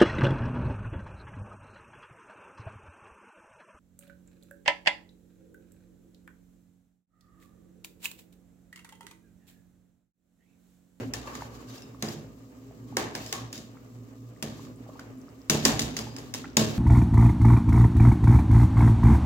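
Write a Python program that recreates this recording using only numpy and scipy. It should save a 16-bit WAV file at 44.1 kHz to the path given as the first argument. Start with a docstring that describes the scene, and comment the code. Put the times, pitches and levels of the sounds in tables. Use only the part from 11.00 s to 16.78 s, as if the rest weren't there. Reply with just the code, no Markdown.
"""First a surge of soup and low pot rumble, then a steel ladle knocks: greens are stirred in a large aluminium
pot on a gas stove, in a small hard-walled kitchen, heard close by at two microphone ports.
Knocks are shaped noise bursts and decaying modes; drags, slosh, burner rumble and air are filtered noise.
Bubbles are short rising sines, squeaks rough tones, and an appliance hums on steady lines.
At the end the ladle is rapped on the rim."""
import sys
import numpy as np
from scipy import signal
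from scipy.fft import rfft, irfft, next_fast_len
from scipy.io import wavfile
from scipy.ndimage import map_coordinates

SR = 44100
rng = np.random.default_rng(int(sys.argv[2]) if len(sys.argv) > 2 else 0)


def wrap_up_sound(samples):
    """Save the sound to the file named by the first command line argument, as 16-bit audio."""
    columns = np.atleast_2d(samples).T
    # keep every value between -1 and 1, then stretch to whole-number steps
    tamed = np.clip(columns, -1, 1)
    steps = np.round(tamed * 32767).astype(np.int16)
    wavfile.write(sys.argv[1], SR, steps)


def ratio(d):
    """dB to gain"""
    e = np.asarray(d, float) / 20
    return 10 ** e


N = 254898

# Ladle on pot: start_s, strength_db, wall_db and thud_db (both relative to strength_db),
# then one or more pitch_hz, whose nearest metal modes the place of contact favours
CONTACTS = [(0.1363, -21, -24, -34, 1780, 5222), (0.2731, -44.5, 0.5, -23, 1100),
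            (0.3521, -33, -16.5, -12.5, 1100), (0.6988, -46.5, -14, -5, 5222),
            (0.7799, -41, -42, -28, 5222), (0.8204, -41, -22, -9, 3750), (1.0239, -21, -19.5, -10.5, 6401),
            (1.086, -28.5, -26, -9, 4900), (1.9685, -15, -16.5, -21.5, 1780, 1630),
            (2.151, -23.5, -18, -15.5, 1630), (2.2622, -32, -33, -17, 5222), (2.326, -17, -23, -33, 1100),
            (2.528, -28.5, -28.5, -18, 6830), (2.555, -35, -45, -18, 6830), (2.5776, -33.5, -46, -13, 5222),
            (3.4254, -21.5, -23, -12.5, 7504), (3.6494, -45, -21, -11, 2250),
            (3.9941, -39, -13.5, -15, 3160), (4.4975, -6.5, -26.5, -18, 6051, 2713, 7058),
            (4.6514, -4.5, -24, -20.5, 4800, 7058, 5706, 1780), (4.793, -12.5, -38, -21, 6830, 8080),
            (4.8188, -20.5, -37, -24, 6830), (4.9664, -18, -35, -22.5, 4900, 6051),
            (4.9889, -24, -22.5, -17.5, 4900), (5.164, -31, -22, -27, 4900), (5.1843, -33, -22, -36, 4900),
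            (5.3389, -21.5, -40, -26, 6051), (5.3469, -24.5, -24, -38, 5502),
            (5.5687, -6, -25, -14.5, 6830, 4900, 3750, 5706)]
# Ring of ladle and wall: pitch_hz, relative level_db, t60_s
METAL_MODES = [(754, -9, .2), (872, -12, .1), (1100, -6, .28), (1630, -10, .08), (1780, -6, .15),
               (2250, -10, .12), (2713, -6, .13), (3160, -12, .12), (2940, -11, .2), (3710, -8, .35),
               (4200, -12, .08), (4800, -8, .1), (4900, -7, .35), (5222, -10, .07), (5502, -9, .06),
               (5706, -11, .14), (6051, -8, .08), (6401, -12, .2), (6830, -6, .13), (7058, -6, .18),
               (7504, -12, .1), (8080, -10, .17)]
# The full pot rocking on its grate: pitch_hz, level_db (relative to the thud), t60_s
POT_MODES = [(69, -34, 0.8), (150.3, -5, 0.5), (221, 1, 0.33), (266.4, -3, 0.094), (301, -9, 0.4),
             (338, -9, 0.35), (413, -10, 0.32), (447, -11, 0.4), (551, -13.5, 0.48), (630, -14, 0.45),
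             (694, -16, 0.2)]
# Colour of the first chatter: frequency_hz, relative level_db
CHATTER_COLOUR = [(500, -54), (1000, -32), (1900, -1), (3000, -6.5), (5000, 3.5), (7000, -4.5), (9000, -9),
                  (11000, -6), (13000, -6.5), (15500, -7), (16800, -55)]
# Dense ring of wall and room: frequency_hz, relative level_db
CLANG_COLOUR = [(880, -4.5), (1500, -5), (2210, -4), (2560, -1), (3840, 1.5), (4420, -0.5), (4830, 0.5),
                (5220, -1), (6830, 2), (9100, -8.5), (12000, -9), (15800, -11), (16000, -46)]
# The wall's duller share: frequency_hz, relative level_db
WALL_COLOUR = [(210, -22), (350, -1), (700, -5.5), (771, -3.5), (1060, -5.5), (1270, -8), (1400, -11),
               (1750, -7.5), (2400, -12.5), (3120, -25), (5280, -120)]
# The ladle drags along the wall: start_s, length_s, grit_db, singing_db
DRAG_STROKES = [(0.0, 0.03, -55, -70), (0.266, 0.1, -53.5, -47.5), (0.331, 0.088, -50.5, -52.5),
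                (0.506, 0.11, -58.5, -57.5), (0.69, 0.081, -53.5, -60), (1.035, .09, -50, -69),
                (1.885, 0.06, -64.5, -62), (2.174, 0.14, -47.5, -74), (2.342, 0.056, -60, -48.5),
                (2.542, 0.017, -50, -70), (3.45, 0.21, -58.5, -63), (3.882, 0.1, -65.5, -60),
                (4.637, 0.023, -45, -58), (4.74, 0.4, -57, -69), (5.137, 0.15, -59.5, -61),
                (5.652, .12, -47, -65)]
# Colour of the grit: frequency_hz, relative level_db
GRIT_COLOUR = [(880, -34), (1500, 0), (1790, -4), (3220, -1), (4160, 0.5), (4370, 1), (5220, -2),
               (7170, -1), (8920, -14.5), (12000, -8), (16000, -12)]
# The ladle's edge catches and one mode squeaks: start_s, length_s, level_db, pitch_hz
EDGE_SQUEAKS = [(.285, .02, -60, 2650), (.34, .02, -52, 1150), (.693, .035, -62, 3750),
                (.703, .042, -60, 6200), (.762, .02, -60, 4700), (.765, .025, -61, 7000),
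                (.774, .012, -55, 5200), (.776, .03, -61, 2720), (.822, .02, -59, 5200),
                (.822, .045, -63, 2720), (2.152, .045, -55, 2150), (2.195, .035, -56, 2600),
                (2.258, .045, -54, 5200), (2.258, .035, -55, 7200), (2.35, .1, -60, 5700),
                (2.54, .04, -57, 4900), (2.548, .035, -55, 6830), (2.553, .035, -56, 3750),
                (5.07, .07, -59, 4900)]
# Soup and pot over time: time_s, slosh_db, pot_rumble_db
SOUP_LEVELS = [(0.0, -40.5, -37), (0.08, -50, -41), (0.24, -53, -43.5), (0.53, -52, -44),
               (0.79, -55.5, -47.5), (1.09, -57.5, -47.5), (1.54, -62.5, -51.5), (1.98, -58.5, -43),
               (2.14, -60, -44), (2.95, -61.5, -48.5), (3.32, -64, -50), (3.56, -59.5, -45),
               (4.22, -57, -46.5), (4.54, -59.5, -53), (4.67, -42.5, -34), (5.01, -50, -43),
               (5.47, -56.5, -42), (5.6, -57, -46), (5.78, -40.5, -37.5)]
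# Colour of the slosh: frequency_hz, relative level_db
SLOSH_COLOUR = [(260, -12), (450, -1), (549, -3.5), (1190, -15.5), (1340, -14.5), (3000, -20.5),
                (3900, -43), (6600, -120)]
# Bubbles and drips that stand out: start_s, strength_db, starting pitch_hz, life_cycles
STANDOUT_PLOPS = [(.257, -31, 880, 1.3), (.409, -27, 1250, 1.2), (.421, -22.5, 880, 1.75),
                  (.4225, -25.5, 1700, 0.9), (.9467, -38, 1070, 2.1), (.997, -44, 12500, 4),
                  (1.71, -40.5, 640, 1.8), (1.925, -35.5, 800, 2), (2.755, -47, 905, 1.5),
                  (2.7696, -40.5, 1240, 2), (2.7744, -45, 2010, 1.8), (3.3633, -48, 1910, 2.7),
                  (3.595, -33, 990, 1.5), (3.669, -45, 1180, 3), (3.7599, -43, 7900, 3.5),
                  (3.77, -47, 11500, 3), (3.864, -43, 740, 2.1), (3.891, -30, 580, 1.4),
                  (3.897, -40, 1060, 2.4), (3.956, -42, 870, 2.6), (3.9935, -30, 1410, 2.5),
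                  (4.155, -45, 13500, 3), (4.1845, -44, 11000, 3), (4.2163, -42, 5680, 2.6),
                  (4.283, -41, 1200, 2), (4.2904, -46, 4960, 3.2), (4.4174, -41.5, 5130, 2.9),
                  (5.069, -31.5, 822, 3.4), (5.442, -31.5, 1310, 3.9), (5.4445, -35, 1900, 5.1),
                  (5.448, -33, 800, 1.6), (5.4544, -33, 1490, 1.9), (5.456, -37, 2450, 3),
                  (5.5009, -40, 5400, 2.6), (5.532, -42, 5300, 2.6)]
# The burner heard through the pot: pitch_hz, width_hz, relative level_db
POT_RESONANCES = [(116.4, 8.8, 7), (159, 35, -12), (258, 55.4, -0.5), (363, 42, -17.5), (413, 40, -15.5)]
# The stove's deepest rumble: time_s, level_db
STOVE_LEVELS = [(0.0, -54), (0.35, -55), (1.72, -68), (2.4, -58), (2.72, -79), (4.41, -63), (4.77, -44),
                (5.02, -48), (5.3, -57), (5.78, -53)]
# Lines of the appliance: pitch_hz, level_db
HUM_LINES = [(59.2, -61.5), (118.4, -58.5), (263.8, -57), (414.5, -66), (489.9, -64), (532.9, -72)]
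# Colour of the air: frequency_hz, relative level_db
AIR_COLOUR = [(15, -37), (25, -10), (111, -3), (197, -10), (266, 19), (349, 0), (496, -0.5), (766, -37.5),
              (1220, -21.5), (1430, -49), (3410, -41), (7710, -35), (9330, -51), (12500, -41.5),
              (16000, -40)]
# Likeness of the two ports in diffuse sound: frequency_hz, likeness (1 = same, 0 = unrelated)
PORT_LIKENESS = [(60, 1), (290, 0.86), (640, 0.37), (1400, -0.13), (15000, 0.075)]
# Colour difference of the microphones: frequency_hz, left_over_right_db
PORT_BALANCE = [(60, -2), (300, -1.5), (1000, -0.5), (4000, 1.1), (12000, 2)]
# Decay of wall and room: frequency_hz, t60_s
KITCHEN_DECAY = [(200, 0.8), (600, 0.64), (1500, 0.52), (4000, 0.48), (10000, 0.31)]


def knocks():
    """Each contact: a few ms of chatter, a dense clang, a duller wall knock and the pot's thud."""
    out, t = np.zeros((2, N)), np.arange(SR // 2) / SR
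    for start_s, db, wall_db, thud_db, pitch_hz, *_ in CONTACTS:
        favoured = np.transpose(METAL_MODES)[0] == nearest_mode(pitch_hz)[0]
        lift_db = 4 + 3 * rng.standard_normal(len(METAL_MODES)) + 2 * favoured
        click = ratio(db + 1.5) * chatter(t, lift_db + 7 * favoured)
        clang = wash(t, lambda hz: ratio(along(CLANG_COLOUR, hz)) * modal(hz, lift_db, width_hz=20))
        wall = wash(t, lambda hz: ratio(along(WALL_COLOUR, hz)) * modal(hz, lift_db, width_hz=12))
        pot = pot_thud(t, db + thud_db)
        near = ports(click, lag_s=0.00012)
        add(out, start_s, near + ratio(db - 20.5) * clang + ratio(db + wall_db) * wall + pot)
        add(out, start_s, ratio(-7) * kitchen(pot))
    return out


def chatter(t, lift_db):
    """The first touch: a few ms of noise gathered around the metal's modes, scaled to peak 1."""
    noise = rng.standard_normal(len(t))
    burst = filtered(noise, lambda hz: ratio(along(CHATTER_COLOUR, hz)) * modal(hz, lift_db, width_hz=170))
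    burst *= (1 - np.exp(-t / 0.0004)) * np.exp(-(t / 0.0032) ** 2)
    return burst / np.abs(burst).max()


def wash(t, colour):
    """Countless close modes of wall and room blur into dying noise, louder in its first instants."""
    tail = diffuse(dying(len(t)), colour) * rough(len(t), depth=0.2, top_hz=153)
    onset = (1 - np.exp(-t / 0.00091)) * (1 + 2.14 * ratio(-60 * t / 0.024))
    return onset * tail / np.std(tail[:, t < 0.03])


def pot_thud(t, db):
    """The pot rocks on its grate: decaying low modes, roughened as the grate rattles."""
    thud = ring(POT_MODES, t, spread_db=1)
    # a low room mode near 114 Hz swells in after the pot's modes
    swell = 1 - np.exp(-(t / 0.035) ** 2)
    thud += swell * ring([(114, -2, 0.55)], t, spread_db=1)  # pitch_hz, level_db, t60_s
    rattle = rough(len(t), depth=0.7, top_hz=70) - 1
    rattle_rise = 1 - np.exp(-t / 0.03)
    thud *= ratio(db) * (1 - np.exp(-t / 0.004)) * (1 + rattle_rise * rattle)
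    return filtered(thud, lambda hz: 1 / (1 + (55 / (hz + 1)) ** 6))


def pings():
    """The metal's modes ring out of the clang, favoured ones most: a strong instant, then a rough fading tone."""
    out, t = np.zeros((2, N)), np.arange(SR // 2) / SR
    for start_s, db, wall_db, _, first_hz, *also_hz in CONTACTS:
        favoured = []
        for k, pitch_hz in enumerate([first_hz, *also_hz]):
            hz, _, t60 = nearest_mode(pitch_hz)
            # each further mode is 1 dB weaker; long ringers start lower
            favoured.append((hz, -k - 6 * np.log10(max(1, t60 / 0.13)), t60))
        others = [(hz, level_db - 13.5, t60) for hz, level_db, t60 in METAL_MODES]
        tone = ring(favoured, t, spread_db=1) + ring(others, t, spread_db=4)
        ring_db = -18 - 2 * np.log2(first_hz / 2000)
        if first_hz < 2500:  # modes this low belong to the pot wall
            ring_db = max(ring_db, wall_db + 4)
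        tone *= ratio(db + ring_db)
        tone *= rough(len(t), depth=0.6, top_hz=45) * (0.6 + 0.5 * ratio(-60 * t / 0.04))
        add(out, start_s, ports(tone, lag_s=0.00004))
        add(out, start_s, ratio(-12) * kitchen(tone))
    return out


def strokes():
    """Grit and singing levels in dB: each drag rises fast, holds and fades."""
    start, length, grit_db, sing_db = np.transpose(DRAG_STROKES)[..., None]
    t = np.arange(N) / SR
    rise_db, fall_db = 402 * (t - start), 135 * (start + length - t)  # slopes in dB per second
    shape_db = np.minimum(0, np.minimum(rise_db, fall_db))
    # between strokes the ladle only brushes the greens
    grit = np.maximum(-72, (grit_db + shape_db).max(axis=0))
    singing = np.maximum(-78, (sing_db + shape_db).max(axis=0))
    return grit, singing


def dragging():
    """The ladle drags on the wall: gritty noise around the metal's modes, and a singing band near 1150 Hz."""
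    grit_db, sing_db = strokes()
    lift_db = np.full(len(METAL_MODES), 4.5)
    grit = rush(lambda hz: ratio(along(GRIT_COLOUR, hz)) * modal(hz, lift_db, width_hz=21), flutter_db=0.5)
    singing = rush(lambda hz: 1 / (1 + ((hz - 1150) / 95) ** 2), flutter_db=1.5)
    return ratio(grit_db + 2.2 * wobble(45)) * grit + ratio(sing_db + 1.5 * wobble(60)) * singing


def squeaks():
    """Short rough tones on single modes: the listed ones, and chance ones as loud as the drag allows."""
    out, grit_db, count = np.zeros(N), strokes()[0], 160
    luck, size = rng.random((count, 3)), rng.standard_normal(count)
    chance = []
    for (place, stretch, pick), spread in zip(luck, size):
        grit = grit_db[int(place * N)]
        allowed_db = min(grit, 3 * grit + 2 * 62)  # a drag lighter than -62 dB hardly catches
        pitch_hz = METAL_MODES[int(pick * len(METAL_MODES))][0]
        chance.append((place * N / SR, 0.025 * (0.4 + stretch), allowed_db - 14 + 2 * spread, pitch_hz))
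    for start_s, length_s, db, hz in EDGE_SQUEAKS + chance:
        t = np.arange(round(length_s * SR)) / SR
        tone = np.sqrt(np.sin(np.pi * t / length_s)) * np.sin(2 * np.pi * hz * t)
        add(out, start_s, ratio(db) * tone * rough(len(t), depth=1.2, top_hz=170))
    return ports(out, lag_s=0.00004) + ratio(-6) * kitchen(out)[:, :N]


def sloshing():
    """Stirred soup washes about: broad noise, strongest in the low mids, with an uneven level."""
    slosh_db, _ = curves(SOUP_LEVELS)
    slosh = rush(lambda hz: ratio(along(SLOSH_COLOUR, hz)), flutter_db=1)
    return ratio(slosh_db + 2.4 * wobble(25)) * slosh


def bubbles(events, rise, room_db):
    """Short sines of a few cycles whose pitch climbs as the bubble nears the surface."""
    out = np.zeros(N)
    for start_s, db, hz, cycles in events:
        cycles = max(cycles, 0.5)
        turns = np.arange(round(4 * cycles * SR / hz)) * hz / SR
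        shape = (1 - np.exp(-turns / 0.5)) * np.exp(-turns / cycles)
        add(out, start_s, ratio(db) * shape * np.sin(2 * np.pi * turns * (1 + rise * turns / cycles)))
    return ports(out, lag_s=0.00003) + ratio(room_db) * kitchen(out)[:, :N]


def fizz():
    """Rows for tiny bubbles that burst at chance moments, sizes and pitches."""
    count, life_cycles = 60, 3
    when = rng.random(count) * N / SR
    size, pitch = rng.standard_normal((2, count))
    pitch_hz = np.minimum(9500 * 2 ** (0.5 * pitch), SR / 3)  # spread of half an octave
    return [(s, -52 + 3 * a, hz, life_cycles) for s, a, hz in zip(when, size, pitch_hz)]


def pot_rumble():
    """The burner rumbles through the pot: noise gathered in the pot's broad low resonances."""
    _, pot_db = curves(SOUP_LEVELS)

    def hollow(f):
        """Sum of the resonance peaks at each frequency."""
        return sum(ratio(db) / (1 + (2 * (f - hz) / width) ** 2) for hz, width, db in POT_RESONANCES)

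    return ratio(pot_db + 1.6 * wobble(8.7)) * rush(hollow, flutter_db=2)


def stove_rumble():
    """The stove's deepest rumble: a narrow band of noise around 63 Hz."""
    (stove_db,) = curves(STOVE_LEVELS)
    return ratio(stove_db) * rush(lambda hz: 1 / (1 + ((hz - 63) / 9) ** 4), flutter_db=0.1)


def appliance():
    """Mains-driven hum, each line wavering a little in level and phase."""
    t, hum = np.arange(N) / SR, np.zeros(N)
    for hz, db in HUM_LINES:
        level = ratio(db + 1.1 * wobble(4.92))
        hum += level * np.sin(2 * np.pi * hz * t + 0.3 * wobble(3.77))
    return hum


def room_air():
    """Steady diffuse noise above 600 Hz, and a more fluttering share below."""
    high = rush(lambda hz: ratio(along(AIR_COLOUR, hz)) * (hz > 600), flutter_db=1.6)
    low = rush(lambda hz: ratio(along(AIR_COLOUR, hz)) * (hz <= 600), flutter_db=6.5)
    return ratio(-64.5) * high + ratio(-60) * low


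def nearest_mode(pitch_hz):
    """The metal mode closest to a pitch."""
    return min(METAL_MODES, key=lambda mode: abs(mode[0] - pitch_hz))


def modal(hz, lift_db, width_hz):
    """Noise in the metal gathers around its modes, each at its own strength."""
    peaks = 0
    for (mode_hz, db, _), lift in zip(METAL_MODES, lift_db):
        peaks = peaks + ratio(db + lift) / (1 + ((hz - mode_hz) / width_hz) ** 2)
    return 1 + peaks


def ring(modes, t, spread_db):
    """Decaying modes, each struck at a new strength and phase."""
    hz, db, t60 = np.transpose(modes)[..., None]
    strength, phase = rng.standard_normal((2, len(modes), 1))
    level = ratio(db + spread_db * strength - 60 * t / t60)
    return np.sum(level * np.sin(2 * np.pi * hz * t + phase), axis=0)


def rough(n, depth, top_hz):
    """A gain that flutters around 1, as when a ringing part rattles."""
    return 1 + depth * unit(filtered(rng.standard_normal(n), lambda hz: hz < top_hz))


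def dying(n):
    """Two unrelated noises in which each frequency dies at its own speed."""
    hz, t, z = signal.stft(rng.standard_normal((2, n)), SR, nperseg=256)
    decay = ratio(-60 * t / along(KITCHEN_DECAY, hz)[:, None])
    return signal.istft(z * decay, SR, nperseg=256)[1][:, :n]


def kitchen(x):
    """A fresh room tail for one sound, arriving 130 samples (3 ms) late."""
    tail = diffuse(dying(SR // 2), lambda hz: 1 + 0 * hz)
    return signal.fftconvolve(np.pad(x, (130, 0))[None], tail / np.linalg.norm(tail[0]), axes=1)


def ports(x, lag_s):
    """A near sound reaches the right port a little later than the left."""
    return filtered(x, lambda hz: np.exp(2j * np.pi * hz * lag_s * np.array([[0.5], [-0.5]])))


def diffuse(pair, gain):
    """Two unrelated signals become a port pair: alike in the bass, nearly unrelated in the treble."""
    def share(hz):
        """Gains of the common and the opposed part."""
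        turn = np.arccos(np.clip(along(PORT_LIKENESS, hz), -1, 1)) / 2
        return gain(hz) * [np.cos(turn), np.sin(turn)]

    mid, side = filtered(pair, share)
    return np.array([mid + side, mid - side])


def rush(gain, flutter_db):
    """Diffuse noise of rms 1 whose level flutters every few milliseconds."""
    noise = rng.standard_normal((2, N)) * ratio(flutter_db * wobble(300))
    return unit(diffuse(noise, lambda hz: gain(hz) * (hz < 15950)))


def wobble(rate):
    """A smooth random curve, rate knots a second."""
    knots = rng.standard_normal(int(N * rate / SR) + 4)
    return map_coordinates(knots, [np.arange(N) * rate / SR])


def curves(rows):
    """One value per sample for each column after the time."""
    time_s, *columns = np.transpose(rows)
    return [np.interp(np.arange(N) / SR, time_s, column) for column in columns]


def along(points, hz):
    """(frequency_hz, value) points read on a log axis."""
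    f, v = np.transpose(points)
    return np.interp(np.log(hz + 1), np.log(f + 1), v)


def filtered(x, response):
    """x times a response of frequency."""
    n = x.shape[-1]
    m = next_fast_len(n + 8192)
    return irfft(rfft(x, m) * response(np.fft.rfftfreq(m, 1 / SR)), m)[..., :n]


def unit(x):
    """Scaled to rms 1."""
    return x / np.sqrt(np.mean(x ** 2) + 1e-20)


def add(track, start_s, sound):
    """Mix a sound into the track from start_s."""
    part = track[..., round(start_s * SR):][..., :sound.shape[-1]]
    part += sound[..., :part.shape[-1]]


def scene():
    """Everything at the two ports, from the ladle to the room's air."""
    ladle = knocks() + pings() + dragging() + squeaks()
    soup = sloshing() + bubbles(STANDOUT_PLOPS + fizz(), rise=0.017, room_db=-8)
    background = pot_rumble() + stove_rumble() + appliance() + room_air()
    return ladle + soup + background


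def top_cut(x):
    """Nothing passes above the cut-off."""
    return signal.sosfilt(signal.butter(12, 16830, fs=SR, output="sos"), x)


def record(dry):
    """The two microphones lose the deepest bass and differ a little in colour."""
    def colour(hz):
        """Response of the left and right microphone."""
        balance = ratio(along(PORT_BALANCE, hz) * np.array([[0.5], [-0.5]]))
        return balance / np.sqrt(1 + (48 / (hz + 1)) ** 5)

    mix = filtered(dry, colour)
    return top_cut(mix)


dry = scene()
out = record(dry)
wrap_up_sound(out)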